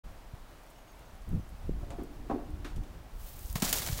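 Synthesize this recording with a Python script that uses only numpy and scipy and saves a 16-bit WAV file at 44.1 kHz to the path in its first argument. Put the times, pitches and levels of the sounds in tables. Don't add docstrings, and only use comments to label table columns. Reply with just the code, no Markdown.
import sys
import numpy as np
from scipy import signal
from scipy.fft import rfft, irfft
from scipy.io import wavfile

SR = 44100
rng = np.random.default_rng(int(sys.argv[2]) if len(sys.argv) > 2 else 0)


def decibels_to_gain(level_db):
    exponent = np.asarray(level_db, float) / 20
    return 10 ** exponent


def persist_wave(psi):
    counts = np.round(np.clip(psi, -1, 1) * 32767).astype(np.int16)
    wavfile.write(sys.argv[1], SR, np.atleast_2d(counts).T)


N = 176400
T = np.arange(N) / SR


def unit_rms(x):
    return x / np.sqrt(np.mean(x ** 2) + 1e-20)


def gain_curve(points):
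    return decibels_to_gain(np.interp(T, *np.transpose(points)))


def spectrum_db(points, hz):
    point_hz, point_db = np.transpose(points)
    return np.interp(np.log(hz + 1), np.log(point_hz + 1), point_db)


def colour(x, points):
    magnitude = decibels_to_gain(spectrum_db(points, np.fft.rfftfreq(8192, 1 / SR)))
    cepstrum = irfft(np.log(magnitude))
    cepstrum[1:4096] *= 2
    cepstrum[4097:] = 0
    impulse = irfft(np.exp(rfft(cepstrum)))[:4096]
    return unit_rms(signal.oaconvolve(x, impulse)[:N])


def white():
    return rng.standard_normal(N)


def drift(per_s):
    return unit_rms(signal.lfilter(*signal.butter(2, 2 * per_s / SR), white()))


def decay(start_s, t60_s, rise_s=0.00024):
    t = np.maximum(T - start_s, 0)
    return np.minimum(t / max(rise_s, 1e-4), 1) * decibels_to_gain(-60 * t / t60_s)


def grains(per_s, spread_db):
    hit, sign, size = rng.random((3, N))
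    level = decibels_to_gain(-spread_db * np.log(np.maximum(size, .01)))
    return (hit < per_s / SR) * np.sign(sign - .5) * level


def pressure_pulses(rows):
    out = np.zeros(N)
    for start_s, db, hz, cycles in rows:
        u = np.clip((T - start_s) * hz / cycles, 0, 1)
        out += decibels_to_gain(db) * np.sin(np.pi * u ** 0.65) ** 2 * np.sin(2 * np.pi * cycles * u)
    return out


# (frequency [Hz], density [dB per Hz])
AIR_SPECTRUM = [(100, -0.5), (170, -4), (270, -2), (400, -5), (732, -2.5), (2190, -14), (6580, -22.5),
                (11500, -26), (15500, -24.5)]
AIR_DB = -56.5


def air():
    rustle = white() + .5 * grains(330, 3.0)
    swell = decibels_to_gain(AIR_DB + .5 * drift(5.4))
    return swell * colour(rustle, [(30, -33)] + list(AIR_SPECTRUM))


# (time [s], level [dB])
GUSTS = [(.05, -46.5), (.3, -49), (.75, -56), (1.05, -49.5), (1.26, -44), (1.34, -29), (1.43, -42.5),
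         (1.6, -45.5), (1.7, -34), (1.85, -41), (2.2, -43), (2.35, -42), (2.5, -41.5), (2.8, -41),
         (2.93, -44.5), (3.15, -45.5), (3.5, -44), (4.0, -39.5)]
# (frequency [Hz], density [dB per Hz])
BUFFET_SPECTRUM = [(12, -4.5), (30, 6.5), (85, -6.5), (180, -15.5), (330, -28.5), (600, -41)]
# (time [s], peak [dB], pitch [Hz], length [cycles])
PUFFS = [(.335, -33, 89, 1.34), (1.283, -34, 70, 1.6), (1.305, -31, 70, 1.44), (1.332, -27, 189, 1.02),
         (1.342, -22.5, 77, 0.71), (1.359, -31.5, 77, 2.8), (1.31, -37, 180, 3), (1.365, -37, 210, 4),
         (1.395, -29, 170, 0.95), (1.642, -32, 60, 1.4), (1.668, -30, 44.8, 1.5),
         (1.6932, -22.5, 234, 1.11), (1.6938, -33, 400, 1.4), (1.706, -30, 55.5, 1.1),
         (1.828, -33, 89, 1.46), (2.53, -33, 55, 1.9), (2.598, -29.5, 55, 0.78), (2.737, -32, 49, 1.1),
         (2.766, -25.5, 71, 0.97), (2.805, -26, 52, 0.96), (3.2, -35.5, 41.6, 2), (3.445, -31, 45, 1.3),
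         (3.496, -30, 55.4, 1.7), (3.538, -30.5, 50, 1.1), (3.8, -30.5, 90, 0.97), (3.895, -28.5, 127, 2.7),
         (3.925, -22, 73.3, 1.08)]
LUMPY_DB, LUMPS_PER_S = 2.5, 14
SHARPEN_DB_PER_DB = 0.53


def wind():
    lumps = white() * decibels_to_gain(LUMPY_DB * drift(LUMPS_PER_S))
    lumps = colour(lumps, list(BUFFET_SPECTRUM) + [(1500, -72.0)])
    low = signal.filtfilt(*signal.butter(2, 60, fs=SR), lumps)
    level = gain_curve(GUSTS)
    upper = (lumps - low) * (level / decibels_to_gain(-42.5)) ** SHARPEN_DB_PER_DB
    return level * (low + upper) + pressure_pulses(PUFFS)


# (time [s], peak [dB], pitch [Hz], length [s])
JINGLES = [(0.668, -63, 5700, .03), (.755, -56, 2930, .02), (.758, -57, 5500, .015), (.78, -58, 2910, .02),
           (.772, -61, 6540, .06), (.872, -59, 6500, 0.074), (.875, -58, 2880, 0.028),
           (1.05, -64, 6450, 0.039), (1.1, -69, 6520, 0.024), (1.102, -61, 5800, 0.016),
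           (1.205, -67, 6520, .03), (1.39, -65, 5980, .07)]
JINGLE_DB, BLUR_RAD = -8, .8


def jingle():
    out, wander = np.zeros(N), BLUR_RAD * drift(150)
    for start_s, db, hz, length_s in JINGLES:
        swell = np.sin(np.pi * np.clip((T - start_s) / length_s, 0, 1) ** .6)
        out += decibels_to_gain(db) * swell * np.sin(2 * np.pi * hz * T + wander)
    return out * decibels_to_gain(JINGLE_DB)


# (time [s], level [dB], dull edge [Hz], t60 [s])
SLAPS = [
    (1.904, -48.5, 2300, 0.13),
    (2.7, -55, 1100, .2),
    (2.646, -42, 1860, 0.21),
    (2.835, -61.5, 11000, 0.059),
    (2.76, -59.5, 12000, .1),
]
# (time [s], level [dB], centre [Hz], t60 [s])
TICKS = [(.35, -58, 12000, .015), (.635, -58, 11500, .015), (.665, -60, 8500, .02), (.7, -61, 11000, 0.09),
         (.918, -58, 13000, .012), (1.152, -60, 9200, .02), (.993, -59, 11500, .015),
         (1.22, -59, 7000, 0.033), (1.291, -52, 11800, 0.014), (1.303, -59, 9000, .012),
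         (1.439, -63, 13500, .015), (1.49, -58, 10000, .04), (1.905, -50, 7440, .02),
         (.385, -50, 1200, .02), (.453, -47, 1400, .025), (2.033, -56.5, 11000, 0.054),
         (2.505, -60, 10000, .02), (3.392, -41, 9000, 0.01), (3.458, -40.5, 7000, 0.01),
         (3.483, -50, 9000, .02), (3.499, -40.5, 7000, .015), (3.5274, -34, 13000, 0.012)]
TICK_WIDTH = 0.72


def clatter():
    out, noise = np.zeros(N), white()
    for start_s, db, edge_hz, t60_s in SLAPS:
        band = signal.butter(1, [500, min(edge_hz, 20000)], "band", fs=SR)
        burst = signal.lfilter([.7, .3], 1, noise * decay(start_s, t60_s, 0.00057))
        out += decibels_to_gain(db + 9) * signal.lfilter(*band, burst)
    for start_s, db, hz, t60_s in TICKS:
        edges_hz = [hz * (1 - TICK_WIDTH / 2), hz * (1 + TICK_WIDTH / 2)]
        band = signal.butter(2, edges_hz, "band", fs=SR)
        out += decibels_to_gain(db + 4.0) * signal.lfilter(*band, noise * decay(start_s, t60_s))
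    return out + jingle()


ECHO_DB, ECHO_T60_S = -11, 0.47


def yard_echo(x):
    t = T[:SR // 2]
    tail = grains(2000, 0)[:len(t)] * decibels_to_gain(-60 * t / ECHO_T60_S) * (t > .006)
    return x + decibels_to_gain(ECHO_DB) * signal.oaconvolve(x, tail / np.linalg.norm(tail))[:N]


def ring(modes):
    t = T[:SR // 4]
    out = sum(decibels_to_gain(db - 60 * t / t60_s) * np.sin(2 * np.pi * hz * t) for hz, db, t60_s in modes)
    return out / np.linalg.norm(out)


# (frequency [Hz], level [dB])
PLANK_MODES = [(250, -3), (299, 4), (351, -2), (372, -8), (430, -8), (575, -2.5), (694, 0), (765, -1.5),
               (870, -9.5), (964, -8), (1090, -8), (1230, -17), (1685, 1)]
PLANK_T60_S, PLACE_OCTAVES = .14, .55


def planks(place_hz):
    modes = []
    for hz, db in PLANK_MODES:
        octaves = np.log2(hz / place_hz)
        t60_s = PLANK_T60_S * (300 / hz) ** 0.57
        modes.append((hz, db - 6 * (octaves / PLACE_OCTAVES) ** 2, t60_s))
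    return signal.lfilter(*signal.butter(2, 235, "high", fs=SR), ring(modes))


# (time [s], level [dB])
ROLL = [
    (1.65, -80),
    (1.8, -56),
    (2.05, -55),
    (2.2, -54),
    (2.55, -57.5),
    (2.8, -57),
    (3.05, -64.5),
]
# (time [s], level [dB], struck place [Hz], chatter t60 [s])
KNOCKS = [(1.832, -47, 463, 0.084), (1.905, -48.5, 760, 0.25), (1.99, -52, 900, 0.11),
          (1.985, -37.5, 255, 0.11), (2.003, -50, 240, 0.069), (2.017, -42, 249, 0.073),
          (2.035, -44, 240, 0.094), (2.299, -31, 334, 0.062), (2.2982, -35.5, 760, 0.082),
          (2.31, -34, 690, 0.075), (2.321, -35.5, 313, 0.18), (2.343, -33.5, 310, 0.064),
          (2.359, -36, 330, .03), (2.383, -47.5, 780, 0.16), (2.401, -47, 350, 0.26),
          (2.47, -49, 257, 0.17), (2.646, -47.5, 340, 0.15), (2.72, -54, 750, 0.079),
          (2.779, -45, 393, 0.066)]
ROLL_HZ, ROLL_BUMPS_PER_S = 295, 400
STRIKE_GAIN = 8.1


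def deck():
    on = (T > ROLL[0][0]) & (T < ROLL[-1][0])
    bumps = grains(ROLL_BUMPS_PER_S, 2.9)
    drumming = unit_rms(signal.oaconvolve(bumps, planks(ROLL_HZ))[:N])
    out = drumming * gain_curve(ROLL) * on
    chatter = white()
    for start_s, db, place_hz, t60_s in KNOCKS:
        strike = STRIKE_GAIN * (np.arange(N) == round(start_s * SR))
        blow = chatter * decay(start_s, t60_s, 0.0014) + strike
        out += decibels_to_gain(db + 4.5) * signal.oaconvolve(blow, planks(place_hz))[:N]
    return out


# (time [s], level [dB])
WHIRR = [
    (3.13, -67),
    (3.2, -57),
    (3.27, -48.5),
    (3.34, -52),
    (3.5, -48),
    (3.6, -59),
    (3.7, -48),
]
# (frequency [Hz], density [dB per Hz])
WHIRR_SPECTRUM = [(1500, -19), (3000, -10.5), (10000, -9), (16000, -3)]


def whirr():
    on = T > WHIRR[0][0]
    hiss = white() + 0.81 * grains(500, 3.5)
    flutter = decibels_to_gain(1.1 * drift(40))
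    return on * gain_curve(WHIRR) * flutter * colour(hiss, [(600, -26)] + list(WHIRR_SPECTRUM))


# (time [s], peak [dB], pitch [Hz])
CRACKS = [(3.5559, -30, 4200), (3.5588, -27, 6200), (3.565, -38, 4500), (3.6029, -34, 5700),
          (3.622, -22, 4700), (3.626, -21.5, 4500), (3.6352, -23, 3600), (3.6424, -20, 5400),
          (3.6786, -20, 3400), (3.6872, -21, 7500), (3.6951, -16, 9300), (3.702, -20, 6600),
          (3.709, -22, 9600), (3.7118, -25, 7000), (3.7285, -7, 14500), (3.72865, -13.5, 5500),
          (3.73, -13, 12000), (3.7313, -14, 9500), (3.743, -21, 5500), (3.7576, -27, 6100),
          (3.771, -26, 8000), (3.774, -17, 5200), (3.7859, -20, 6400), (3.7906, -24, 7000),
          (3.8205, -22, 7800), (3.8292, -28, 4500), (3.8343, -27, 5400), (3.8408, -26, 5800),
          (3.8647, -19, 6900), (3.875, -23, 8200), (3.881, -28, 10300), (3.8883, -27, 5600),
          (3.9145, -30, 5000), (3.93, -26.5, 4500), (3.9331, -27, 5700), (3.9768, -24, 8900)]
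CRACK_CYCLES = .45


def cracks():
    out = np.zeros(N)
    for (start_s, db, hz), phase in zip(CRACKS, rng.random(len(CRACKS))):
        centre = round(start_s * SR)
        near = slice(centre - 40, centre + 40)
        u = (T[near] - start_s) * hz
        out[near] += decibels_to_gain(db) * np.exp(-(u / CRACK_CYCLES) ** 2) * np.cos(2 * np.pi * (u + phase))
    return out


# (time [s], peak [dB], pitch [Hz], length [cycles])
THUDS = [
    (3.5545, -24.5, 149, 2.3),
    (3.6243, -19.5, 210, 2.64),
]
# (frequency [Hz], density [dB per Hz])
LEAF_SPECTRUM = [(250, 8.5), (450, 7.5), (700, 6.5), (1300, 0.5), (2700, 1), (6500, 3.5), (10500, 0),
                 (15500, 3)]
# (time [s], level [dB], rise [s], t60 [s])
CRUNCHES = [(3.553, -33, 0.0035, 0.15), (3.599, -40, 0.0026, 0.1), (3.621, -27.5, 0.0018, .12),
            (3.636, -28.5, .012, 0.32), (3.672, -32.5, 0.018, 0.35), (3.729, -24, 0.0014, 0.07),
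            (3.74, -31.5, 0.018, 0.46), (3.77, -34, 0.0055, 0.18), (3.818, -38.5, .003, 0.45),
            (3.857, -34, 0.009, 0.19), (3.868, -35.5, .006, 0.17), (3.91, -41, 0.0058, 0.81),
            (3.965, -38, 0.02, 0.64)]
# (time [s], level [dB],
# centre [Hz])
SNAPS = [(3.557, -30, 740), (3.6207, -32.5, 680), (3.632, -37, 700), (3.7282, -15.5, 10000),
         (3.7283, -26, 2200), (3.7302, -24, 8000), (3.624, -33, 380), (3.666, -36, 830), (3.58, -41.5, 520),
         (3.874, -33, 3200), (3.887, -35, 704), (3.821, -36, 750), (3.99, -38, 900)]
GRAINS_PER_S, GRAIN_SPREAD_DB, FIZZ, PATCHY_DB = 4500, 2.2, .9, 2.0
SNAP_CYCLES, SNAP_T60_S = 20, .004


def landing():
    power = sum((decibels_to_gain(db) * decay(s, t60_s, rise_s)) ** 2 for s, db, rise_s, t60_s in CRUNCHES)
    litter = FIZZ * white()
    for hz in np.geomspace(900, 13000, 5):
        band = signal.butter(1, [hz / 1.4, hz * 1.4], "band", fs=SR)
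        breaks = unit_rms(grains(GRAINS_PER_S / 4, GRAIN_SPREAD_DB))
        litter += signal.lfilter(*band, decibels_to_gain(PATCHY_DB * drift(38)) * breaks)
    out = np.sqrt(power) * colour(litter, [(80, -27)] + list(LEAF_SPECTRUM))
    noise = white()
    for start_s, db, hz in SNAPS:
        band = signal.butter(1, [hz / 2, min(hz * 2, 20000)], "band", fs=SR)
        envelope = decay(start_s, SNAP_CYCLES / hz + SNAP_T60_S, 0.00012)
        out += decibels_to_gain(db) * envelope * unit_rms(signal.lfilter(*band, noise))
    return out + pressure_pulses(THUDS) + cracks()


def scene():
    impacts = clatter() + deck() + landing()
    return (air() + wind() + yard_echo(impacts) + whirr())[None]


def roll_off(x):
    return signal.sosfilt(signal.butter(12, 16990, fs=SR, output="sos"), x)


START_S, FADE_S, EDGE_HZ = 0.034, 0.0091, 15850


def record(dry):
    faded = dry * np.clip((T - START_S) / FADE_S, 0, 1) ** 2
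    lowpass = signal.firwin(701, EDGE_HZ, window=("kaiser", 5), fs=SR)
    mix = signal.oaconvolve(faded, lowpass[None], "same")
    return roll_off(mix)


dry = scene()
out = record(dry)
persist_wave(out)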